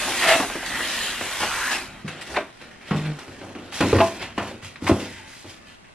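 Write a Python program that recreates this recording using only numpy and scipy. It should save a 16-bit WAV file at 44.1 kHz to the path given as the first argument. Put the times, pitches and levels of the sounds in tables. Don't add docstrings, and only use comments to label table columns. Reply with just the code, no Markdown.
import sys
import numpy as np
from scipy import signal
from scipy.fft import rfft, irfft, next_fast_len
from scipy.io import wavfile
from scipy.ndimage import uniform_filter1d

SR = 44100
rng = np.random.default_rng(int(sys.argv[2]) if len(sys.argv) > 2 else 0)


def master_out(mix):
    frames = np.transpose(np.atleast_2d(mix))
    ceiling = np.clip(frames, -1, 1)
    pcm = np.round(ceiling * 32767).astype(np.int16)
    wavfile.write(sys.argv[1], SR, pcm)


N = 261954
FFT_SIZE = next_fast_len(N + SR // 5)
TIME, FREQS = np.arange(N) / SR, np.fft.rfftfreq(FFT_SIZE, 1 / SR)
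EVENT_TIME = np.arange(SR // 2) / SR

BLOWS = [(0.076, -26.5, 607, -32, 0.17, 0, -33), (0.26, -27, 248, -41, 0.16, -4, -39),
         (0.357, -23, 241, -34, 0.18, 1, -37), (0.399, -16.5, 306, -15, 0.16, -3, -28.5),
         (0.498, -30.5, 529, -29, 0.16, -6, -31), (0.553, -23.5, 385, -29, 0.18, 3, -31),
         (0.629, -39, 467, -29.5, 0.14, -13, -32), (0.797, -31, 443, -31, 0.44, -4, -28),
         (1.21, -30, 296, -24, 0.11, -13, -13), (1.403, -30, 260, -32, 0.17, -2, -20),
         (1.427, -23.5, 780, -20, 0.15, -22, -19), (2.045, -24, 176, -45, 0.42, -1, -22),
         (2.367, -23, 380, -20.5, 0.27, -3, -35), (2.91, -15, 217, -22.5, 0.47, -4.5, -24),
         (3.279, -32.5, 400, -39, 0.18, -1, -11.5), (3.412, -31, 294, -39.5, 0.55, -4, -16.5),
         (3.55, -30.5, 318, -38.5, 0.68, 0, -25), (3.805, -10.5, 288, -17, 0.61, 2.5, -20),
         (3.928, -10.5, 423, -21, 0.31, 5, -7.5), (3.947, -16.5, 256, -22.5, 0.41, 6, -32),
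         (3.984, -20, 480, -21, 0.091, 2, -17), (4.002, -22, 300, -17.5, 0.34, 10, -32),
         (4.205, -31, 337, -49, 0.32, -14, -17), (4.377, -23, 285, -19, 0.46, 3.5, -17.5),
         (4.509, -31.5, 465, -46, 0.35, -1, -13.5), (4.625, -40, 122, -42.5, 0.26, -15, -1.5),
         (4.821, -26, 253, -48, 1, 1.5, -10.5), (4.875, -24, 785, -20.5, 0.15, -3, -28),
         (4.893, -10.5, 334, -23, 0.36, 5.5, -34), (4.912, -12, 345, -40, 0.082, -3, -4),
         (5.443, -32.5, 350, -42, 0.29, -14, -14)]
def blows():
    tones = np.zeros(N)
    for start, db, hz, _, t60, dent_db, boom_db in BLOWS:
        dent = ring([(hz, db + dent_db, 0.047 * t60)], rise=0.0075)
        boom = amp(db + boom_db) * air_boom(t60)
        add(tones, start, dent + boom + amp(db - 5) * walls(hz, t60))
    return tones + stiff_panel() + hollow_side(), flap_clacks() + thuds() + cracks()


# pitch in Hz, level in dB.
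WALL_NOTES = [(151, 10), (172, 6.5), (202, 7), (247, -0.5), (285, 3.5), (315, 0), (347, 1.5), (388, -5),
              (467, -6), (545, 1.5), (610, -14), (745, -19), (842, 12)]
def walls(pitch_hz, t60):
    hz, db = np.transpose(WALL_NOTES)
    strength = amp(db - 20 * np.log2(hz / pitch_hz) ** 2)
    waves = np.sin(2 * np.pi * (hz[:, None] * EVENT_TIME + rng.random((len(hz), 1))))
    return burst(0.0023, t60) * (strength / np.linalg.norm(strength) @ waves)


# pitch in Hz, level in dB.
AIR_NOTES = [(94.3, 6), (74.8, -8.5), (118.2, 0.5)]
def air_boom(t60):
    return ring([(hz, db, t60) for hz, db in AIR_NOTES], rise=0.016)


# frequency in Hz, level in dB.
THUD_TONE = [(60, -42), (130, -30), (200, 7), (320, 5.5), (480, 0.5), (700, -9), (1200, -34), (3000, -64)]
def thuds():
    level = np.zeros(N)
    for start, db, _, _, t60, _, _ in BLOWS:
        add(level, start, amp(db - 14) * burst(0.0046, t60))
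    return level * band(rng.standard_normal(N), amp(look_up(THUD_TONE, FREQS)))


# frequency in Hz, level in dB.
CLACK_TONE = [(240, -41), (400, 17), (550, 9), (690, 5), (949, -6.5), (1070, -1), (1740, -10),
              (2290, -11.5), (3190, -17), (10300, -34), (15000, -61)]
def flap_clacks():
    clack, tick = np.zeros((2, N))
    rise = 0.0021
    for start, _, _, db, t60, _, _ in BLOWS:
        add(clack, start, amp(db - 4) * (burst(rise, 0.52 * t60) + 0.58 * burst(rise, 0.0067)))
        add(tick, start, amp(0.31 * db - 41) * burst(rise, 0.11))
    chatter = slips(per_s=25000, spread_db=0.98)
    card = amp(look_up(CLACK_TONE, FREQS) + 2 * ripple(spacing_hz=44.4))
    return clack * band(chatter, card * above(750) * below(3300)) + tick * band(chatter, card * above(2640))


def ripple(spacing_hz):
    place = np.log1p(FREQS / 2000) * 2000 / spacing_hz
    return unit(np.interp(place, np.arange(2048), rng.standard_normal(2048)))


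# pitch in Hz, level in dB, fade time in seconds.
PANEL_NOTES = [(666, 4, 0.21), (690, -2, 0.082), (847, -2.5, 0.13), (985, -11, 0.27), (1045, -9.5, 0.28),
               (380, -11, 0.2), (1640, -17, 0.12), (2650, -15, 0.13)]
# start in seconds, level in dB.
PANEL_HITS = [(4.003, -12), (4.892, -25)]
def stiff_panel():
    return strike(PANEL_NOTES, PANEL_HITS, rise=0.014)


# pitch in Hz, level in dB, fade time in seconds.
HOLLOW_NOTES = [(323, -5, 0.12), (395, -6.5, 0.17), (603, -1, 0.16), (654, -6, 0.22), (724, 0, 0.081),
                (860, -1, 0.063), (1255, -13, 0.097), (1470, -9.5, 0.092)]
# start in seconds, level in dB.
HOLLOW_HITS = [(1.431, -29.5), (2.371, -19.5), (3.807, -30), (4.895, -22)]
def hollow_side():
    return strike(HOLLOW_NOTES, HOLLOW_HITS, rise=0.0018)


# start in seconds, level in dB, centre in Hz, fade time in seconds.
CREASES = [(0.399, -35, 1400, 0.044), (0.5545, -22, 500, 0.014), (1.2095, -22, 1600, 0.015),
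           (1.433, -22.5, 1400, 0.035), (1.658, -27, 2500, 0.025), (2.21, -44, 4500, 0.013),
           (2.368, -24, 2030, 0.026), (2.9085, -28, 1000, 0.035), (3.19, -41, 3770, 0.027),
           (3.4125, -37, 1500, 0.038), (3.5505, -38.5, 1500, 0.026), (3.808, -25.5, 3650, 0.022),
           (4.005, -16, 1470, 0.062), (4.224, -48, 5460, 0.016), (4.382, -38, 4520, 0.025),
           (4.758, -37, 1800, 0.066), (4.886, -32, 5080, 0.04), (4.897, -35, 5500, 0.033)]
def cracks():
    out = np.zeros(N)
    for start, db, hz, t60 in CREASES:
        octaves_away = np.log2((FREQS + 1) / hz)
        tone = np.exp(-.5 * (octaves_away / 0.78) ** 2) * below(13000, order=16)
        fibres = band(rng.standard_normal(N), tone)[:len(EVENT_TIME)]
        add(out, start, amp(db) * burst(0.00043, t60) * fibres)
    return out


# time in seconds, rasp level in dB, hiss in dB added to the rasp.
PULL = [(0.0, -29.5, -6), (0.2, -27.5, -5), (0.239, -17.5, -14.5), (0.267, -24.5, -10), (0.289, -16, -11.5),
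        (0.339, -18.5, -13), (0.385, -28.5, -3), (0.46, -38.5, -0.5), (0.53, -32.5, -10), (0.6, -36, -8.5),
        (0.77, -30.5, -8), (1.05, -30.5, -4.5), (1.17, -33, -8.5), (1.26, -31.5, -7), (1.32, -31.5, -6),
        (1.385, -32.5, -5.5), (1.425, -30, -4.5), (1.47, -30.5, -6.5), (1.73, -31.5, -4),
        (1.89, -47.5, -13), (2.021, -48.5, -15)]
# start and length in seconds, hollow body in dB added to the rasp.
SNAGS = [(0.0, 0.19, -2.5), (0.243, 0.058, -2.5), (0.399, 0.057, 8.5), (1.24, 0.24, -6), (1.69, 0.3, 1)]
# frequency in Hz, level in dB.
PULL_TONE = [(35, -52), (60, -18), (123, -22.5), (269, -6.5), (539, -9.5), (648, -7), (727, -6.5),
             (1030, -9), (1150, -11), (1830, -6.5), (2840, -8.5), (4950, -22), (9900, -27.5),
             (11900, -30.5), (15000, -61)]
def dragging():
    times, db, hiss_db = np.transpose(PULL)
    rasp = amp(np.interp(TIME, times, db)) * np.clip((times[-1] - TIME) / 0.012 + 1, 0, 1)
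    snag_power = sum((amp(body_db) * stroke(start, length, rise=0.016, t60=0.11)) ** 2
                     for start, length, body_db in SNAGS)
    body = rasp * np.sqrt(amp(-5.5) ** 2 + snag_power)
    hiss = rasp * amp(np.interp(TIME, times, hiss_db))
    return rub((rasp, body, hiss), PULL_TONE, slips(30000, 0.94), flutter_db=0.37, taut=0.24,
               rumble_db=-44, rumble_follow=0.16, rumble_hz=28, body_db=-6, rasp_db=-3, hiss_db=0.5)


# centre in Hz, width in Hz, boost in dB when fully taut.
CARD_PEAKS = [(658, 11, 10.5), (960, 47, -2), (1480, 81, 3), (1920, 250, 3.5), (2720, 14, -5),
              (3160, 59, 4)]
def rub(levels, tone, grains, flutter_db, taut, rumble_db, rumble_follow, rumble_hz,
        body_db, rasp_db, hiss_db):
    rasp, body, hiss = levels
    drive = grains * amp(flutter_db * wander(90))
    peaks = sum(db / (1 + (2 * (FREQS - hz) / width) ** 2) for hz, width, db in CARD_PEAKS)
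    card = amp(look_up(tone, FREQS) + taut * peaks)
    return (amp(rumble_db) * rasp ** rumble_follow * band(drive, above(rumble_hz) * below(223))
            + amp(body_db) * body * band(drive, card * above(232) * below(1190))
            + amp(rasp_db) * rasp * band(drive, card * above(1090) * below(3700))
            + amp(hiss_db) * hiss * band(drive, card * above(4610)))


# time in seconds, level in dB, pitch in Hz.
SQUAWK_PATH = [(0.235, -37, 643), (0.268, -19, 677), (0.277, -22, 699), (0.286, -11.5, 636),
               (0.303, -21, 667), (0.314, -11, 657), (0.327, -11, 656), (0.346, -19, 689),
               (0.366, -15.5, 672), (0.38, -24, 620), (0.428, -27.5, 744), (0.45, -30, 696)]
# time in seconds, level in dB, pitch in Hz.
DRONE_PATH = [(2.93, -28, 156.5), (2.97, -17.5, 151.7), (3.014, -26, 153.4), (3.098, -16.5, 154),
              (3.142, -25.5, 150.3), (3.22, -52, 146.8)]
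def squawk_and_drone():
    return (judder(SQUAWK_PATH, level_db=-5, jitter=0.023, shimmer_db=3.5, overtone_db=-11.5, slope_db=-5),
            judder(DRONE_PATH, level_db=-7.5, jitter=0.03, shimmer_db=1, overtone_db=-15, slope_db=-4))


def judder(path, level_db, jitter, shimmer_db, overtone_db, slope_db):
    times, db, hz = np.transpose(path)
    cycles = np.cumsum(np.interp(TIME, times, hz) * (1 + jitter * wander(87))) / SR
    tone = np.sin(2 * np.pi * cycles)
    for k in range(2, 6):
        tone += amp(overtone_db + slope_db * (k - 2)) * np.sin(2 * np.pi * (k * cycles + rng.random()))
    gate = np.clip(np.minimum(TIME - times[0], times[-1] - TIME) / 0.02 + 1, 0, 1)
    return gate * amp(np.interp(TIME, times, db) + level_db + shimmer_db * wander(130)) * unit(tone)


def puffs(friction, tone, depth):
    swing = signal.hilbert(tone, FFT_SIZE)[:N]
    return friction * (1 + depth * swing.real / (abs(swing) + .02))


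# time in seconds, centre in Hz, level in dB added to the pull's rasp.
GAP_PATH = [(0.0, 2120, -14), (0.58, 1930, -6), (0.76, 1750, -1), (0.9, 1880, -12), (1.05, 1880, -8.5),
            (1.36, 1480, -12.5), (1.44, 1200, -11), (1.52, 1310, 1.5), (1.6, 1450, -1.5),
            (1.645, 1770, 1.5), (1.71, 1810, 1), (1.83, 1830, -25)]
def singing_gap():
    times, hz, db = np.transpose(GAP_PATH)
    pull_times, rasp_db, _ = np.transpose(PULL)
    level_db = np.interp(TIME, pull_times, rasp_db, right=-120) + np.interp(TIME, times, db) + 0.5
    return amp(level_db) * tuned_noise(np.interp(TIME, times, hz), width_hz=730)


# start in seconds, rasp in dB, hiss in dB, fade time in seconds.
FLAP_SCUFFS = [(0.23, -34, -28, 0.08), (0.655, -46, -32.5, 0.19), (1.404, -20.5, -37, 0.35),
               (1.709, -22, -29, 0.49), (2.078, -25, -39.5, 0.14), (2.212, -30.5, -36.5, 0.13),
               (2.342, -25, -49, 0.37), (2.362, -14.5, -56, 0.063), (2.615, -47, -57, 0.17),
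               (2.703, -45, -60, 0.52), (2.81, -42, -59, 0.42), (2.959, -29.5, -42, 0.22),
               (3.05, -29, -49, 0.15), (3.185, -35.5, -48, 0.4), (3.582, -35.5, -64, 0.097),
               (3.721, -29, -44, 0.12), (3.804, -16.5, -35, 0.083), (3.891, -24, -53, 0.17),
               (3.986, -22, -34, 0.076), (4.223, -30, -37.5, 0.077), (4.469, -32.5, -46, 0.17),
               (4.864, -19.5, -43, 0.18), (4.871, -25.5, -37.5, 0.15), (4.9944, -33.5, -41.5, 0.91),
               (5.84, -47.5, -65, 0.44)]
# frequency in Hz, level in dB.
BRUSH_TONE = [(35, -35), (60, 46.5), (102, 6), (170, -2.5), (317, -6), (564, -6.5), (855, -9.5),
              (1180, -13.5), (2710, -7.5), (2980, -10.5), (11100, -28), (12800, -39), (15000, -68)]
def scuffs():
    rasp, hiss = np.zeros((2, N))
    snap = 0.7 * burst(0.00065, 0.0092)
    for start, rasp_db, hiss_db, t60 in FLAP_SCUFFS:
        add(rasp, start, amp(rasp_db - 6) * burst(0.0039, t60))
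        add(hiss, start, amp(hiss_db - 2) * (burst(0.0067, t60) + snap))
    grains, card = slips(12000, 0.82), amp(look_up(BRUSH_TONE, FREQS))
    return rasp * band(grains, card * above(770) * below(2360)) + hiss * band(grains, card * above(3360))


# start and length in seconds, rasp level in dB,
# then hollow body and hiss in dB added to the rasp.
STROKES = [(2.047, 0.16, -38.5, 7, -13.5), (2.231, 0.048, -38, -5, -6), (2.267, 0.1, -42, 17, 0.5),
           (2.579, 0.047, -40, 6.5, -12), (2.842, 0.076, -38, 2, -9), (2.91, 0.2, -38.5, 10, -10),
           (3.12, 0.35, -50.5, 17.5, -1.5), (3.41, 0.11, -52.5, 22.5, -2.5),
           (3.55, 0.19, -47.5, 13.5, -9.5), (3.711, 0.35, -31.5, 1, -2.5), (4.016, 0.15, -39.5, 12.5, -3),
           (4.18, 0.046, -29.5, 3.5, -14), (4.35, 0.15, -40, 12, -5.5), (4.612, 0.036, -35.5, -21, -5),
           (4.807, 0.21, -40.5, 16.5, -0.5), (5.094, 0.086, -41.5, -17, -8.5), (5.245, 0.17, -46.5, -32, 0),
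           (5.445, 0.072, -43, 1, -3), (5.631, 0.089, -48, -13, -8)]
def carrying():
    picked_up, set_down, rise = 1.8, 5.1, 0.043
    grip = np.clip((TIME - picked_up) / rise, 0, 1) * amp(-51.5 - 6 * np.maximum(TIME - set_down, 0))
    power = np.outer(amp([0, 9, -8.5]), grip) ** 2
    for start, length, db, body_db, hiss_db in STROKES:
        swell = stroke(start, length, rise, t60=0.36, sag_db_per_s=7.5)
        power += np.outer(amp([db, db + body_db, db + hiss_db]), swell) ** 2
    return rub(np.sqrt(power), BRUSH_TONE, slips(22000, 2.3), flutter_db=-1, taut=0.91, rumble_db=-36.5,
               rumble_follow=0.46, rumble_hz=73.6, body_db=-13.5, rasp_db=-4.5, hiss_db=-5.5)


# start and length in seconds, level in dB, centre in Hz, width in Hz.
RUB_BANDS = [(0.64, 0.43, -40, 1873, 110), (0.794, 0.32, -37, 3470, 2200), (5.05, 0.23, -59, 873, 40),
             (5.081, 0.28, -57.5, 2010, 150), (5.12, 0.22, -59, 1600, 130), (5.46, 0.3, -61, 1726, 60)]
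def card_rings():
    return sum(amp(db) * stroke(start, length, rise=0.071, t60=0.2) * tuned_noise(np.full(N, hz), width)
               for start, length, db, hz, width in RUB_BANDS)


def shifting_touch(friction, depth_db):
    spectrum = signal.stft(friction, nperseg=512)[2]
    patches = uniform_filter1d(rng.standard_normal(spectrum.shape), size=3, axis=0)
    patches = unit(uniform_filter1d(patches, size=18, axis=1))
    return np.std(friction) * unit(signal.istft(spectrum * amp(depth_db * patches), nperseg=512)[1][:N])


# frequency in Hz, fade time in seconds.
ROOM_FADE = [(150, 0.51), (600, 0.3), (2500, 0.22), (10000, 0.16)]
def room_echo(sound, level_db):
    count = len(EVENT_TIME)
    taps = rng.standard_normal(count) * (rng.random(count) < 3000 / SR) * (EVENT_TIME > .003)
    hz, t, spectrum = signal.stft(taps, nperseg=256, fs=SR)
    fade = np.exp(-np.log(1000) * t / look_up(ROOM_FADE, hz)[:, None])
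    tail = signal.istft(spectrum * fade, nperseg=256)[1]
    return amp(level_db) * signal.fftconvolve(sound, tail / np.linalg.norm(tail))[:N]


# frequency in Hz, gain in dB of the left-right difference.
STEREO_WIDTH = [(100, -59), (250, -32), (600, -21.5), (1400, -17.5), (2800, -11), (4200, -1.5),
                (6000, -0.5), (9000, 3.5), (12000, 4), (14000, 18.5)]
def stereo_side(mid, reflected):
    leftness = np.interp(TIME, [1.8, 3.6], [.22, -.45])
    direct = leftness * filtered(mid, 1j)
    spectrum = signal.stft(reflected, nperseg=256)[2]
    scattered = signal.istft(spectrum * np.exp(2j * np.pi * rng.random(spectrum.shape)), nperseg=256)[1]
    return filtered(direct + unit(scattered[:N]) * np.std(reflected), amp(look_up(STEREO_WIDTH, FREQS)))


# frequency in Hz, level in dB.
HUSH_TONE = [(20, 0), (70, 0.5), (200, -10), (430, -20), (1200, -10.5), (2500, -22), (9600, -25.5),
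             (12000, -60), (15000, -66)]
# frequency in Hz, gain in dB of the left-right difference.
HUSH_WIDTH = [(60, -5), (110, 3), (200, 8), (380, 20), (690, 14), (1280, 7), (2360, 13), (4350, 8),
              (8030, 3), (14800, 7)]
def room_hush():
    mid, side = amp(-60) * band(rng.standard_normal((2, N)), amp(look_up(HUSH_TONE, FREQS)))
    return mid, filtered(side, amp(look_up(HUSH_WIDTH, FREQS)))


def amp(db):
    return 10 ** (np.asarray(db) / 20)


def unit(x):
    return x / np.sqrt(np.mean(x ** 2) + 1e-20)


def look_up(table, hz):
    row_hz, value = np.transpose(table)
    return np.interp(np.log(hz + 1), np.log(row_hz + 1), value)


def add(mix, start, sound):
    part = mix[round(start * SR):][:len(sound)]
    part += sound[:len(part)]


def filtered(x, gain):
    return irfft(rfft(x, FFT_SIZE) * gain, FFT_SIZE)[..., :N]


def band(x, gain):
    return unit(filtered(x, gain))


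def below(hz, order=8):
    return 1 / np.sqrt(1 + (FREQS / hz) ** order)


def above(hz):
    return np.sqrt(1 - below(hz) ** 2)


def wander(hz):
    return band(rng.standard_normal(N), below(hz, order=4))


def slips(per_s, spread_db):
    size = amp(spread_db * np.minimum(rng.exponential(1, N), 5))
    return unit(size * rng.standard_normal(N) * (rng.random(N) < per_s / SR))


def tuned_noise(hz, width_hz):
    turn, r = np.exp(2j * np.pi * np.cumsum(hz) / SR), np.exp(-np.pi * width_hz / SR)
    narrow = signal.lfilter([(1 - r) ** 2], [1, -2 * r, r * r], rng.standard_normal(N) / turn)
    return unit((turn * narrow).real)


def burst(rise, t60):
    fade = np.exp(-np.log(1000) * np.maximum(EVENT_TIME - rise, 0) / max(t60, .01))
    return np.minimum(EVENT_TIME / rise, 1) * fade


def stroke(start, length, rise, t60, sag_db_per_s=0):
    t = np.maximum(TIME - start, 0)
    fade = np.exp(-np.log(1000) * np.maximum(t - length, 0) / t60)
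    return np.minimum(t / rise, 1) * amp(-sag_db_per_s * t) * fade


def ring(notes, rise):
    return sum(amp(db) * burst(rise, t60) * np.sin(2 * np.pi * hz * EVENT_TIME) for hz, db, t60 in notes)


def strike(notes, hits, rise):
    out = np.zeros(N)
    for start, db in hits:
        add(out, start, amp(db) * ring(notes, rise))
    return out


def scene():
    tones, clatter = blows()
    slide, brush = dragging(), carrying()
    squawk, drone = squawk_and_drone()
    friction = puffs(slide, squawk, depth=0.37) + singing_gap() + card_rings() + brush + scuffs()
    friction = shifting_touch(friction, depth_db=1.8)
    echo = room_echo(friction + clatter, level_db=-9.5)
    mid = friction + clatter + tones + squawk + drone + echo
    side = stereo_side(mid, reflected=0.96 * friction + 0.94 * clatter + 0.87 * tones + 1.54 * echo)
    hush_mid, hush_side = room_hush()
    mid, side = mid + hush_mid, side + hush_side
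    return np.array([mid + side, mid - side])


def record(dry):
    rounded = dry / (1 + (dry / .88) ** 8) ** (1 / 8)
    low_pass = signal.firwin(401, 15200, window=("kaiser", 9), fs=SR)
    return signal.oaconvolve(rounded, low_pass[None], "same")


dry = scene()
out = record(dry)
master_out(out)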